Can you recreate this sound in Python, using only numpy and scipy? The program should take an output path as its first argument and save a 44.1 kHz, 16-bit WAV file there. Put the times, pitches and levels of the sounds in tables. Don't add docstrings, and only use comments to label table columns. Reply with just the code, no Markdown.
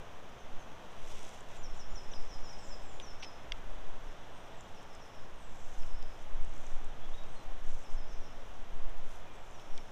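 import sys
import numpy as np
from scipy import signal
from scipy.fft import rfft, irfft, next_fast_len
from scipy.io import wavfile
from scipy.ndimage import uniform_filter1d, map_coordinates

SR = 44100
rng = np.random.default_rng(int(sys.argv[2]) if len(sys.argv) > 2 else 0)


def put_to_file(sound):
    columns = np.atleast_2d(sound).T
    safe = np.clip(columns, -1, 1)
    whole_steps = np.round(safe * 32767)
    wavfile.write(sys.argv[1], SR, whole_steps.astype(np.int16))


def gain_from_decibels(decibels):
    exponent = np.asarray(decibels, float) / 20
    return 10 ** exponent


N = 437031


def unit(x):
    return x / np.sqrt(np.mean(x ** 2) + 1e-20)


def curves(rows):
    seconds, *columns = np.transpose(rows)
    return [np.interp(np.arange(N) / SR, seconds, column) for column in columns]


def wobble(rate):
    points = rng.standard_normal(int(N * rate / SR) + 4)
    return map_coordinates(points, [np.arange(N) * rate / SR])


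def coloured(x, spectrum):
    size = next_fast_len(N + 8192)
    hz, db = np.transpose(spectrum)
    log_hz = np.log(np.fft.rfftfreq(size, 1 / SR) + 0.26)
    gain = gain_from_decibels(np.interp(log_hz, np.log(hz), db))
    return unit(irfft(rfft(x, size) * gain, size)[:N])


def band(x, low_hz, high_hz, order=2):
    return signal.sosfilt(signal.butter(order, [low_hz, high_hz], "band", fs=SR, output="sos"), x)


def add(track, s, sound):
    part = track[round(s * SR):][:len(sound)]
    part += sound[:len(part)]


def decay(t, t60, rise_s):
    return gain_from_decibels(-60 * t / t60) * (1 - np.exp(-t / rise_s))


# peak in seconds, half length in seconds, slow push in dB, flutter in dB.
GUSTS = [(0.526, 0.08, -29, -54.5), (1.115, 0.14, -30, -55), (1.706, 0.13, -27, -44.5),
         (1.943, 0.085, -27, -43), (2.294, 0.2, -25.5, -47), (2.747, 0.21, -34.5, -46.5),
         (3.018, 0.23, -33.5, -60), (3.497, 0.1, -37, -49), (3.74, 0.16, -32.5, -44.5),
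         (3.98, 0.15, -26.5, -63), (4.394, 0.14, -44, -72), (5.255, 0.072, -35, -61),
         (5.556, 0.3, -36.5, -51.5), (5.912, 0.21, -23.5, -43.5), (6.115, 0.043, -31, -46),
         (6.406, .13, -19, -39.5), (6.765, 0.23, -24.5, -48), (7.163, 0.19, -26, -49),
         (7.497, 0.04, -19.5, -53), (7.703, 0.12, -23, -42), (7.966, 0.051, -20, -42),
         (8.13, 0.087, -24, -40), (8.565, 0.3, -34, -46.5), (8.86, 0.13, -21, -44.5),
         (9.04, 0.11, -25, -56), (9.314, 0.2, -37, -52), (9.764, 0.068, -25.5, -52)]
CALM_PUSH_DB, CALM_FLUTTER_DB = -43, -64


def gusts():
    t = np.arange(N) / SR
    power = np.outer(gain_from_decibels([CALM_PUSH_DB, CALM_FLUTTER_DB]) ** 2, np.ones(N))
    for s, half, *db in GUSTS:
        bell = np.exp(-2 * ((t - s) / half) ** 2)
        power += np.outer(gain_from_decibels(db) ** 2, bell)
    return np.sqrt(power)


# pitch in Hz, level in dB per Hz.
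PUSH = [(1, 14.5), (3, 11), (9, 9.5), (18, -7), (26, -35), (40, -77.5), (80, -130)]
# pitch in Hz, level in dB per Hz.
FLUTTER = [(12, -37), (22, 0.5), (43, -12.5), (90, -28), (200, -50), (400, -99), (800, -130)]


def wind(top=0.27):
    push_gain, flutter_gain = gusts()
    heave = coloured(rng.standard_normal(N), PUSH)
    heave_size = np.sqrt(np.abs(uniform_filter1d(heave ** 2, size=SR // 5)))
    push = push_gain * unit(heave / (0.5 + heave_size))
    lumps = gain_from_decibels(0.9 * wobble(6.6))
    flutter = flutter_gain * unit(lumps * coloured(rng.standard_normal(N), FLUTTER))
    return top * np.tanh(push / top) + flutter


# time in seconds, level in dB.
DRIFT = [(0, -54), (3.4, -53.5), (5, -54.5), (9.91, -55)]
# pitch in Hz, level in dB per Hz.
FAR = [(29, -49), (50, -0.5), (54, -11.5), (65, -6), (244, -12.5), (325, -13.5), (652, -9.5), (957, -12.5),
       (2330, -22.5), (3420, -22.5), (4450, -35.5), (5930, -30.5), (9360, -48), (14400, -48.5),
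       (15500, -45)]


def distance():
    level_db, = curves(DRIFT)
    breathing_db = 0.3 * wobble(3.5)
    return gain_from_decibels(level_db + 1.5 + breathing_db) * coloured(rng.standard_normal(N), FAR)


# start in seconds, length in seconds, level, body and sheen in dB.
RUBBING = [(0.714, 0.67, -76.5, 4, 1), (0.94, 0.55, -62, -2.5, -2), (1.454, .17, -67, 0, -2),
           (1.71, 0.14, -68, -3, -6), (1.8, 1.4, -73.5, -9, -16), (4.08, 0.12, -76, -3, -6),
           (5.38, 0.45, -70.5, -17, -2), (5.62, 0.36, -69, -5, -2), (6.16, 0.1, -71.5, -6, -4),
           (6.417, 0.46, -69, -12, -4), (6.9, 0.73, -76.5, -12, -2), (7.58, 0.34, -68, -9, -2),
           (7.878, 0.11, -68, -11, -3), (8.25, 0.37, -76, -8, 2), (9.03, .2, -68.5, -8, 2),
           (9.2, .9, -74.5, -8, 1)]
# level, body and sheen in dB.
GRIP = (-76, -9, 2.5)
STROKE_FADE = 0.75


def strokes():
    def powers(db, body_db, sheen_db):
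        return gain_from_decibels([db, db + body_db, db + sheen_db]) ** 2

    power = np.outer(powers(*GRIP), np.ones(N))
    for s, length, *levels in RUBBING:
        speed = signal.windows.tukey(int(length * SR), STROKE_FADE)
        for layer, gain in zip(power, powers(*levels)):
            add(layer, s, gain * speed ** 2)
    return np.sqrt(power)


# pitch in Hz, level in dB per Hz.
CLOTH = [(900, -49), (2000, -9), (3400, -4), (4500, -14), (6000, 1), (7600, -2.5), (9600, -14.5),
         (12000, -17), (15500, -26)]


def rubbing(density=0.2):
    middle, body, sheen = strokes()
    slips = rng.standard_normal(N) * (rng.random(N) < density)
    clumps = gain_from_decibels(1.3 * wobble(50) + 1.2 * wobble(250))
    hiss = coloured(slips, CLOTH) * clumps
    layers = middle * band(hiss, 4850, 9130, order=3)
    layers += body * gain_from_decibels(7.0) * band(hiss, 900, 4050, order=3)
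    layers += sheen * band(hiss, 8530, 15600, order=3)
    return gain_from_decibels(4.0) * layers


def sing(track, s, pitch, level, waver, echo_db, t60):
    t = np.arange(SR // 2) / SR
    knots = rng.standard_normal((2, 40))
    shake, flicker = (map_coordinates(k, [np.arange(len(pitch)) * 110 / SR]) for k in knots)
    shaken_hz = pitch * (1 + 0.0049 * waver * shake)
    note = level * np.sin(2 * np.pi * np.cumsum(shaken_hz) / SR)
    tail = rng.standard_normal(len(t)) * decay(t, t60, 0.0053)
    add(track, s, note * gain_from_decibels(2.0 * waver * flicker))
    add(track, s, gain_from_decibels(echo_db) * signal.fftconvolve(note, tail / np.linalg.norm(tail)))


def birds(notes, gain_db, bend, swell, waver, echo_db, t60):
    track = np.zeros(N)
    for s, length, start_hz, end_hz, db in notes:
        u = np.linspace(0, 1, int(length * SR) + 8)
        pitch = end_hz + (start_hz - end_hz) * (1 - u) ** bend
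        envelope = np.clip(np.sin(np.pi * u ** swell), 0, 1) ** 0.34
        sing(track, s, pitch, gain_from_decibels(db + gain_db) * envelope, waver, echo_db, t60)
    return track


# start in seconds, length in seconds, start pitch in Hz, end pitch in Hz, level in dB.
OTHERS = [(.231, 0.026, 5750, 5920, -81), (.381, 0.052, 6480, 6050, -76), (.589, 0.047, 6500, 6100, -73),
          (1.563, 0.056, 7430, 6850, -71), (1.745, 0.051, 7270, 6760, -75), (1.901, 0.055, 6800, 7040, -72),
          (2.078, .049, 6920, 6700, -78), (2.442, .037, 7060, 6780, -78), (2.637, 0.043, 7100, 6750, -74),
          (4.31, .109, 8470, 8500, -87), (4.396, .092, 8260, 8100, -87), (4.545, 0.09, 8000, 7000, -79),
          (7.005, 0.079, 3360, 3394, -74), (7.128, 0.029, 3260, 3870, -66.5),
          (7.175, 0.037, 3830, 3720, -66), (7.249, .156, 8530, 8240, -84), (7.352, 0.079, 4270, 4000, -74),
          (8.122, 0.035, 6300, 5930, -73), (9.31, .23, 8170, 7140, -87)]


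def other_birds():
    return birds(OTHERS, gain_db=9.5, bend=1.2, swell=1.0, waver=1.57, echo_db=-5.5, t60=0.44)


# time in seconds, peak in dB, centre pitch in Hz.
SNAPS = [(0.9194, -51, 6680), (1.073, -53, 6890), (1.1917, -44, 6880), (1.2307, -43, 6790),
         (1.292, -43, 6750), (1.4073, -41.5, 6400), (1.5664, -50, 7260), (1.775, -51, 7110),
         (3.2064, -58, 8310), (4.1275, -55, 7100), (4.6084, -42.5, 6700), (4.8294, -51, 7600),
         (4.951, -43, 7030), (5.6516, -60, 7910), (5.9908, -54, 6790), (6.448, -46, 6950),
         (6.4941, -49, 6650), (6.538, -47, 6930), (6.5794, -48, 6940), (6.6159, -55, 8280),
         (6.6667, -42, 6700), (6.7421, -56, 6600), (6.8447, -45, 6700), (7.8394, -49.5, 7840),
         (7.935, -48, 6830), (8.8947, -53, 8120), (8.9815, -50, 7960), (9.1716, -52, 6680),
         (9.437, -60, 6990), (9.5113, -48, 7190)]


def snaps(t60=0.0022):
    track, t = np.zeros(N), np.arange(SR // 50) / SR
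    for s, db, hz in SNAPS:
        puff = rng.standard_normal(len(t)) * decay(t, t60, 0.00022)
        burst = band(puff, hz / 1.1, hz * 1.28)
        add(track, s, gain_from_decibels(db + 1.5) * burst / np.abs(burst).max())
    return track


# start in seconds, length in seconds, start pitch in Hz, end pitch in Hz, level in dB.
NEAR = [
    (1.626, .05, 6330, 5300, -58),
    (1.787, 0.049, 6150, 5200, -56.5),
    (1.95, 0.047, 6200, 5190, -54.5),
    (2.112, 0.06, 6250, 4980, -53.5),
    (2.284, 0.081, 6300, 5050, -58),
    (2.412, 0.088, 6150, 5120, -59.5),
    (2.486, 0.069, 6100, 5040, -56),
    (2.683, 0.066, 6050, 5010, -56),
]


def nearest_bird():
    return birds(NEAR, gain_db=2.5, bend=1.95, swell=1.2, waver=1.5, echo_db=-2, t60=0.7)


# start in seconds, length in seconds, start pitch in Hz, end pitch in Hz, level in dB.
HAZY = [(1.93, 0.054, 8300, 7900, -76), (2.12, .07, 8600, 7700, -83), (2.29, .06, 8600, 7700, -88),
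        (2.572, 0.06, 5700, 5210, -62), (2.55, .07, 8800, 8400, -79), (2.85, .08, 8500, 8250, -82),
        (5.35, 0.17, 8700, 7200, -73.5), (5.53, .13, 7800, 7500, -73), (5.86, .087, 5370, 5130, -69),
        (5.95, .081, 5600, 5090, -66), (6.04, 0.12, 5470, 5050, -72), (9.12, .03, 6500, 6200, -80),
        (9.23, .13, 2500, 2290, -67.5), (9.526, 0.061, 5890, 5240, -65.5), (9.69, 0.081, 5800, 5330, -65),
        (9.83, .065, 5460, 5320, -73)]


def hazy_birds():
    return birds(HAZY, gain_db=-10, bend=1.3, swell=0.9, waver=3.5, echo_db=13, t60=0.5)


# time in seconds, peak in dB, pitch in Hz, sharpness, crack in dB.
KNOCKS = [
    (2.136, -37.5, 3120, 4.7, -16),
    (2.999, -32, 3140, 6, -14),
    (3.229, -33, 2800, 2.5, -26),
    (3.5203, -29, 2890, 1.54, -20),
    (5.8326, -47, 2190, 4, -20),
    (6.026, -45, 3800, 2, -5),
    (7.236, -48, 4900, 4, -14),
    (9.596, -47, 3400, 3.5, -8),
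    (9.7772, -38.5, 3680, 4.9, 1),
    (9.782, -45, 2100, 8.4, -30),
]


def knocks(t60=0.0082):
    track, t = np.zeros(N), np.arange(SR // 20) / SR
    for s, db, hz, sharpness, crack_db in KNOCKS:
        puff = rng.standard_normal((2, len(t))) * decay(t, t60, 0.00051)
        spread = 1 + 1 / sharpness
        ring = band(puff[0], hz / spread, hz * spread)
        crack = band(puff[1], 4800, 9500, order=3)
        blow = ring / np.abs(ring).max() + gain_from_decibels(crack_db + 1.0) * crack / np.abs(crack).max()
        add(track, s, gain_from_decibels(db) * blow)
    return track


def shadow(x, notch_hz=4300, width_hz=700, depth=0.6):
    b, a = signal.iirpeak(notch_hz, notch_hz / width_hz, fs=SR)
    return band(x - depth * signal.lfilter(b, a, x), 870, 7300)


# start in seconds, length in seconds, start pitch in Hz, end pitch in Hz, level in dB.
SLURS = [
    (2.585, 0.15, 8100, 7320, -68),
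    (2.812, 0.19, 8400, 6960, -68.5),
]


def slurring_bird():
    return birds(SLURS, gain_db=0, bend=3, swell=1.2, waver=1.5, echo_db=1, t60=0.6)


# start in seconds, length in seconds, level in dB.
CRUNCH = [
    (3.002, .022, -60),
    (3.22, .038, -49.5),
]
# pitch in Hz, level in dB.
POLE = [(1200, -15), (2130, -6), (2730, -1), (3340, -6), (4300, -12), (4800, -7), (5790, -6), (7000, -25),
        (9000, -26), (12000, -60), (16000, -90)]


def crunch():
    grains = rng.standard_normal(N) * (rng.random(N) < 0.07)
    grit, track = coloured(grains, POLE), np.zeros(N)
    for s, length, db in CRUNCH:
        window = signal.windows.tukey(int(length * SR), 0.4)
        add(track, s, gain_from_decibels(db) * window * grit[round(s * SR):][:len(window)])
    return track


# start in seconds, length in seconds, start pitch in Hz, end pitch in Hz, level in dB.
STEPPED = [
    (3.021, .034, 6150, 5000, -57),
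    (3.062, .06, 5500, 5050, -57.6),
    (3.197, .028, 6100, 5000, -57.4),
    (3.228, .068, 5400, 4600, -57.5),
]


def stepping_bird():
    return birds(STEPPED, gain_db=2.5, bend=0.28, swell=0.9, waver=1.1, echo_db=-4, t60=0.7)


# time in seconds, peak in dB.
CLACK = (3.5208, -30)
# pitch in Hz, level in dB, time to fade by 60 dB in seconds.
TUBE = [(2110, -4, 0.018), (2750, -3, 0.017), (3360, 6, 0.008), (4680, -3, 0.01), (5740, -8, 0.01),
        (8300, -25, .012)]


def clack():
    track, t = np.zeros(N), np.arange(SR // 20) / SR
    ring = np.zeros(len(t))
    for hz, db, t60 in TUBE:
        ring += gain_from_decibels(db - 60 * t / t60) * np.sin(2 * np.pi * (hz * t + rng.random()))
    s, peak_db = CLACK
    add(track, s, gain_from_decibels(peak_db) * (1 - np.exp(-t / 0.00042)) * ring)
    return track


# start in seconds, length in seconds, start pitch in Hz, level in dB.
FLOCK = [
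    (4.009, .124, 6050, -74),
    (4.743, 0.057, 6000, -66),
    (4.9, .06, 5530, -66.5),
    (4.993, 0.074, 6030, -65.5),
    (5.128, .081, 5720, -69),
    (5.789, .045, 5850, -66),
    (7.834, 0.064, 5650, -66),
    (7.963, 0.074, 5520, -66),
    (8.074, 0.083, 6050, -66),
    (8.204, 0.089, 6020, -65.5),
]
FLOCK_END_HZ = 5020


def far_flock():
    whistles = [(s, length, hz, FLOCK_END_HZ, db) for s, length, hz, db in FLOCK]
    return birds(whistles, gain_db=0, bend=1.25, swell=0.9, waver=1.4, echo_db=2, t60=0.65)


def scene():
    singers = nearest_bird() + stepping_bird() + slurring_bird()
    singers += far_flock() + other_birds() + hazy_birds()
    pole = rubbing() + shadow(knocks() + snaps()) + crunch() + clack()
    return (singers + wind() + distance() + pole)[None]


def low_pass(x):
    return signal.sosfilt(signal.butter(12, 15510, fs=SR, output="sos"), x)


def record(dry):
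    top_hz = 15510
    kept = irfft(rfft(dry) * (np.fft.rfftfreq(N, 1 / SR) < top_hz), N)
    return low_pass(kept)


dry = scene()
out = record(dry)
put_to_file(out)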